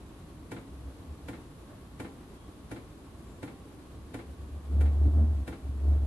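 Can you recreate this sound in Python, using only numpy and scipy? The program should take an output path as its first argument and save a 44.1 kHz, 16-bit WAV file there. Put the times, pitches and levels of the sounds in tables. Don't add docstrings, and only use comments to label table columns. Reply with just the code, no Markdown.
import sys
import numpy as np
from scipy import signal
from scipy.fft import rfft, irfft
from scipy.io import wavfile

SR = 44100
rng = np.random.default_rng(int(sys.argv[2]) if len(sys.argv) > 2 else 0)


def to_wav(s):
    ch = np.atleast_2d(s).T
    pcm = np.round(np.clip(ch, -1, 1) * 32767)
    wavfile.write(sys.argv[1], SR, pcm.astype(np.int16))


N = 267378
TIME = np.arange(N) / SR


def from_db(db):
    return 10 ** (np.asarray(db) / 20)


def unit_rms(x):
    return x / np.sqrt(np.mean(x ** 2) + 1e-20)


def at_hz(points, hz):
    f, value = np.transpose(points)
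    return np.interp(np.log(hz + 1e-3), np.log(f), value)


def drift(corner_hz):
    hz = np.arange(N // 2 + 1) * SR / N
    return unit_rms(irfft(rfft(rng.standard_normal(N)) / (1 + (hz / corner_hz) ** 2), N))


def swell(centre_s, sigma_s):
    return np.exp(-.5 * ((TIME - centre_s) / sigma_s) ** 2)


def low_pass(x, hz):
    return signal.sosfilt(signal.butter(2, hz, fs=SR, output="sos"), x)


# f/Hz, coherence
COHERENCE = [(60, .985), (120, .96), (220, .95), (430, .84), (840, .58), (1600, .22), (3100, 0)]
# f/Hz, level difference/dB
AIR_BALANCE = [(150, 0), (1000, -.4), (2500, .5), (6000, .3), (8000, 2.4), (11000, 3)]
def room_noise(spectrum, balance=AIR_BALANCE, size=N):
    hz = np.arange(size // 2 + 1) * SR / size
    mid, side = np.exp(2j * np.pi * rng.random((2, len(hz))))
    coherence = at_hz(COHERENCE, hz)
    ears = np.array([[1], [-1]])
    pair = np.sqrt(1 + coherence) * mid + np.sqrt(1 - coherence) * side * ears
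    level_db = at_hz(spectrum, hz) + ears * at_hz(balance, hz) / 2
    return unit_rms(irfft(pair * from_db(level_db), size))


def narrow_hiss(hz, width_hz):
    b, a = signal.iirpeak(hz, hz / width_hz, fs=SR)
    white = room_noise([(hz, 0)])
    return unit_rms(signal.lfilter(b, a, signal.lfilter(b, a, white)))


# t/s, Gaussian width/s, f/Hz, bandwidth/Hz, level/dB
WISP_BANDS = [(1.73, .045, 590, 180, -57.5), (1.72, .04, 1400, 600, -65), (2.44, .09, 3290, 180, -72),
              (3.31, .045, 7300, 900, -71)]
def wisps():
    return sum(from_db(db) * narrow_hiss(hz, width_hz) * swell(s, sigma_s)
               for s, sigma_s, hz, width_hz, db in WISP_BANDS)


# f/Hz, relative spectral level/dB
RUSH_SPECTRUM = [(40, -60), (150, -20), (215, -7), (280, 1), (400, -7), (550, -12.5), (800, -15.5),
                 (1100, -16.5), (1300, -19.5), (2100, -25.5), (3900, -27), (5400, -32.5), (8000, -32),
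                 (11500, -31)]
# f/Hz, bandwidth/Hz, level/dB
WHINE_BANDS = [(1110, 80, -69), (10900, 250, -83)]
def blower():
    whine = sum(from_db(db) * narrow_hiss(hz, width_hz) for hz, width_hz, db in WHINE_BANDS)
    rush_db = -52 + .5 * drift(corner_hz=16)
    return from_db(rush_db) * room_noise(RUSH_SPECTRUM) + whine


# f/Hz, relative level/dB, T60/s
BODY_MODES = [(114.9, -8, 0.51), (190.6, -19.5, 0.41), (251.3, -15, 0.34), (272.7, -12, 0.44),
              (301, -8, 0.28), (337.7, -15, 0.32), (407, -9.5, 0.063), (456, -15.5, 0.19),
              (502.3, -13.5, 0.21), (611.3, -17, 0.17), (719.6, -18, 0.19), (796, -22, 0.51),
              (865, -17.5, 0.16), (1014, -18.5, 0.3), (1403, -16, 0.13), (1508, -14, 0.05),
              (1630, -18, 0.063), (1813, -21.5, 0.17), (2020, -20, 0.14), (2200, -39, 0.099),
              (2300, -13, 0.077), (2660, -33.5, 0.31), (6960, -44, 0.11)]
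# f/Hz, relative spectral level/dB
CLATTER_SPECTRUM = [(40, -35), (120, 0), (300, 4), (520, -4), (650, -9), (1000, -10), (1200, -14),
                    (2200, -12), (2550, -17), (4000, -18), (5400, -26), (7200, -23), (10000, -22),
                    (12000, -24)]
# f/Hz, level difference/dB
PUMP_BALANCE = [(300, 0), (2500, .3), (4200, 3), (6000, 2.5), (8000, 5), (12000, 5)]
def knock(ring_db, crack_db, crack_t60, room_db, room_t60, rise_s):
    t = TIME[:SR // 2]
    ring = np.zeros((2, len(t)))
    for k, (hz, db, t60) in enumerate(BODY_MODES):
        ear_phase = rng.standard_normal() * hz / 1500 * np.array([[1], [-1]])
        ring += (-1) ** k * from_db(db - 60 * t / t60) * np.sin(2 * np.pi * hz * t + ear_phase)
    crack = from_db(crack_db - 60 * t / crack_t60) * room_noise(CLATTER_SPECTRUM, PUMP_BALANCE, len(t))
    room = from_db(room_db - 60 * t / room_t60) * room_noise(CLATTER_SPECTRUM, PUMP_BALANCE, len(t))
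    attack = 1 - np.exp(-t / rise_s)
    return (from_db(ring_db) * ring + crack + room) * attack


# t/s, excitation level/dB
PUMP_STROKES = [(0.516, -33), (1.283, -33.5), (1.998, -33), (2.713, -34.5), (3.428, -34.5), (4.141, -34),
                (4.808, -34.5), (5.476, -33.5)]
def pump(return_s, jitter_s, return_db, return_top_hz, scrape_db, scrape_s, travel_s):
    pulls, returns = np.zeros((2, 1, N))
    friction = np.zeros(N)
    for s, db in PUMP_STROKES:
        back_s = s + return_s + jitter_s * rng.standard_normal()
        pulls[0, round(s * SR)] = from_db(db)
        returns[0, round(back_s * SR)] = from_db(db + return_db)
        friction += from_db(db + scrape_db - 9 * np.abs(TIME - s - travel_s) / scrape_s)
    pull = knock(ring_db=1.5, crack_db=-6.5, crack_t60=.067, room_db=-12, room_t60=.37, rise_s=.0021)
    back = knock(ring_db=-.5, crack_db=.5, crack_t60=.062, room_db=-3.5, room_t60=.26, rise_s=.0028)
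    knocks = signal.fftconvolve(pulls, pull) + signal.fftconvolve(returns, low_pass(back, return_top_hz))
    return knocks[:, :N] + friction * room_noise(CLATTER_SPECTRUM, PUMP_BALANCE)


# f/Hz, relative spectral level/dB
RUMBLE_SPECTRUM = [(8, -34), (20, -7), (35, -6), (55, 7), (68, 4), (90, 3.5), (112, -0.5), (130, -1),
                   (155, -0.5), (195, -3), (270, -10), (800, -69)]
def rumble():
    return from_db(-50) * room_noise(RUMBLE_SPECTRUM)


# f/Hz, relative spectral level/dB
ROAR_SPECTRUM = [(10, -29), (25, -24), (50, -1), (110, 11.5), (135, -8), (185, -0.5), (215, -7), (229, 3.5),
                 (320, -3.5), (500, -13), (660, -9), (1050, -23.5), (1500, -25.5), (5000, -80)]
def roar(drive, phase, level_db, exponent, throb_depth):
    throb = 1 + throb_depth * np.sin(phase)
    return from_db(level_db) * drive ** exponent * throb * room_noise(ROAR_SPECTRUM)


# t/s, level before filtering/dB, Gaussian width/s, cutoff f/Hz
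FUEL_FLARES = [(5.076, -29, 0.018, 300), (5.193, -34.5, 0.028, 900)]
def flares():
    return sum(from_db(db) * swell(s, sigma_s) * low_pass(room_noise(ROAR_SPECTRUM), top_hz)
               for s, db, sigma_s, top_hz in FUEL_FLARES)


# t/s, Gaussian width/s, f/Hz, peak level/dB
FLAME_PUFFS = [(0.732, 0.021, 65.9, -42.5), (0.857, 0.051, 65.1, -43.5), (1.0, .016, 75, -45),
               (1.109, 0.023, 75.1, -39.5), (1.239, 0.038, 75.2, -49), (3.131, 0.049, 56, -50),
               (3.321, 0.039, 56, -48), (3.97, .08, 68, -48), (4.305, .02, 72, -39),
               (4.429, .03, 69.83, -43), (4.55, .028, 72.9, -36.5), (5.512, .022, 68.02, -39)]
# t/s, f/Hz, level/dB
FLAME_SURGES = [
    [(4.64, 70.64, -39.5), (4.77, 72.52, -22.5), (4.86, 73.98, -21), (4.93, 72.6, -26.5),
     (5.075, 72.9, -21), (5.105, 74.3, -27), (5.18, 76.92, -20), (5.3, 75.93, -24.5), (5.45, 66.97, -37)],
    [(5.66, 70, -37.5), (5.79, 69.33, -33), (5.89, 72.9, -20.5), (5.99, 71.86, -25.5), (6.06, 69.1, -31)],
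]
def pipe_oscillation(fade_s):
    pitches = [np.full(N, hz) for _, _, hz, _ in FLAME_PUFFS]
    swings = [from_db(db) * swell(s, sigma_s) for s, sigma_s, _, db in FLAME_PUFFS]
    for surge in FLAME_SURGES:
        s, hz, db = np.transpose(surge)
        inside_s = np.minimum(TIME - s[0], s[-1] - TIME)
        burning = np.clip(1 + inside_s / fade_s, 0, 1)
        pitches.append(np.interp(TIME, s, hz))
        swings.append(from_db(np.interp(TIME, s, db)) * burning)
    swings = np.array(swings)
    return np.average(pitches, axis=0, weights=swings + 1e-12), swings.sum(axis=0)


# harmonic number, relative level/dB
PIPE_HARMONICS = [(2, -21), (3, -21.5), (4, -26), (5, -26.5)]
def drone(hz, drive, phase, waver_db):
    right_ear_lag_rad = .16
    tone = drive * np.sin([phase, phase - right_ear_lag_rad])
    for order, db in PIPE_HARMONICS:
        casing_db = at_hz(ROAR_SPECTRUM, order * hz)
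        overtone_db = db + casing_db + waver_db * drift(corner_hz=6)
        tone += drive ** 2 * from_db(overtone_db) * np.sin(order * phase)
    return tone


def burner(full_db, sputter_db):
    hz, amplitude = pipe_oscillation(fade_s=.038)
    phase = 2 * np.pi * np.cumsum(hz) / SR
    drive = amplitude / from_db(full_db) + 1e-12
    weakness = np.clip(1 - drive, 0, 1)
    drive *= from_db(sputter_db * weakness * drift(corner_hz=18))
    pipe = np.sqrt(2) * from_db(full_db) * drone(hz, drive, phase, waver_db=2.5)
    return pipe + roar(drive, phase, level_db=-38.5, exponent=.64, throb_depth=.49)


def scene():
    knocks = pump(return_s=.047, jitter_s=.0007, return_db=-5, return_top_hz=2870,
                  scrape_db=-7.5, scrape_s=.0065, travel_s=.0037)
    flame = burner(full_db=-19, sputter_db=2.5) + rumble() + flares()
    return knocks + flame + blower() + wisps()


def record(dry):
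    return signal.sosfilt(signal.ellip(12, .1, 80, 12000, fs=SR, output="sos"), dry)


dry = scene()
out = record(dry)
to_wav(out)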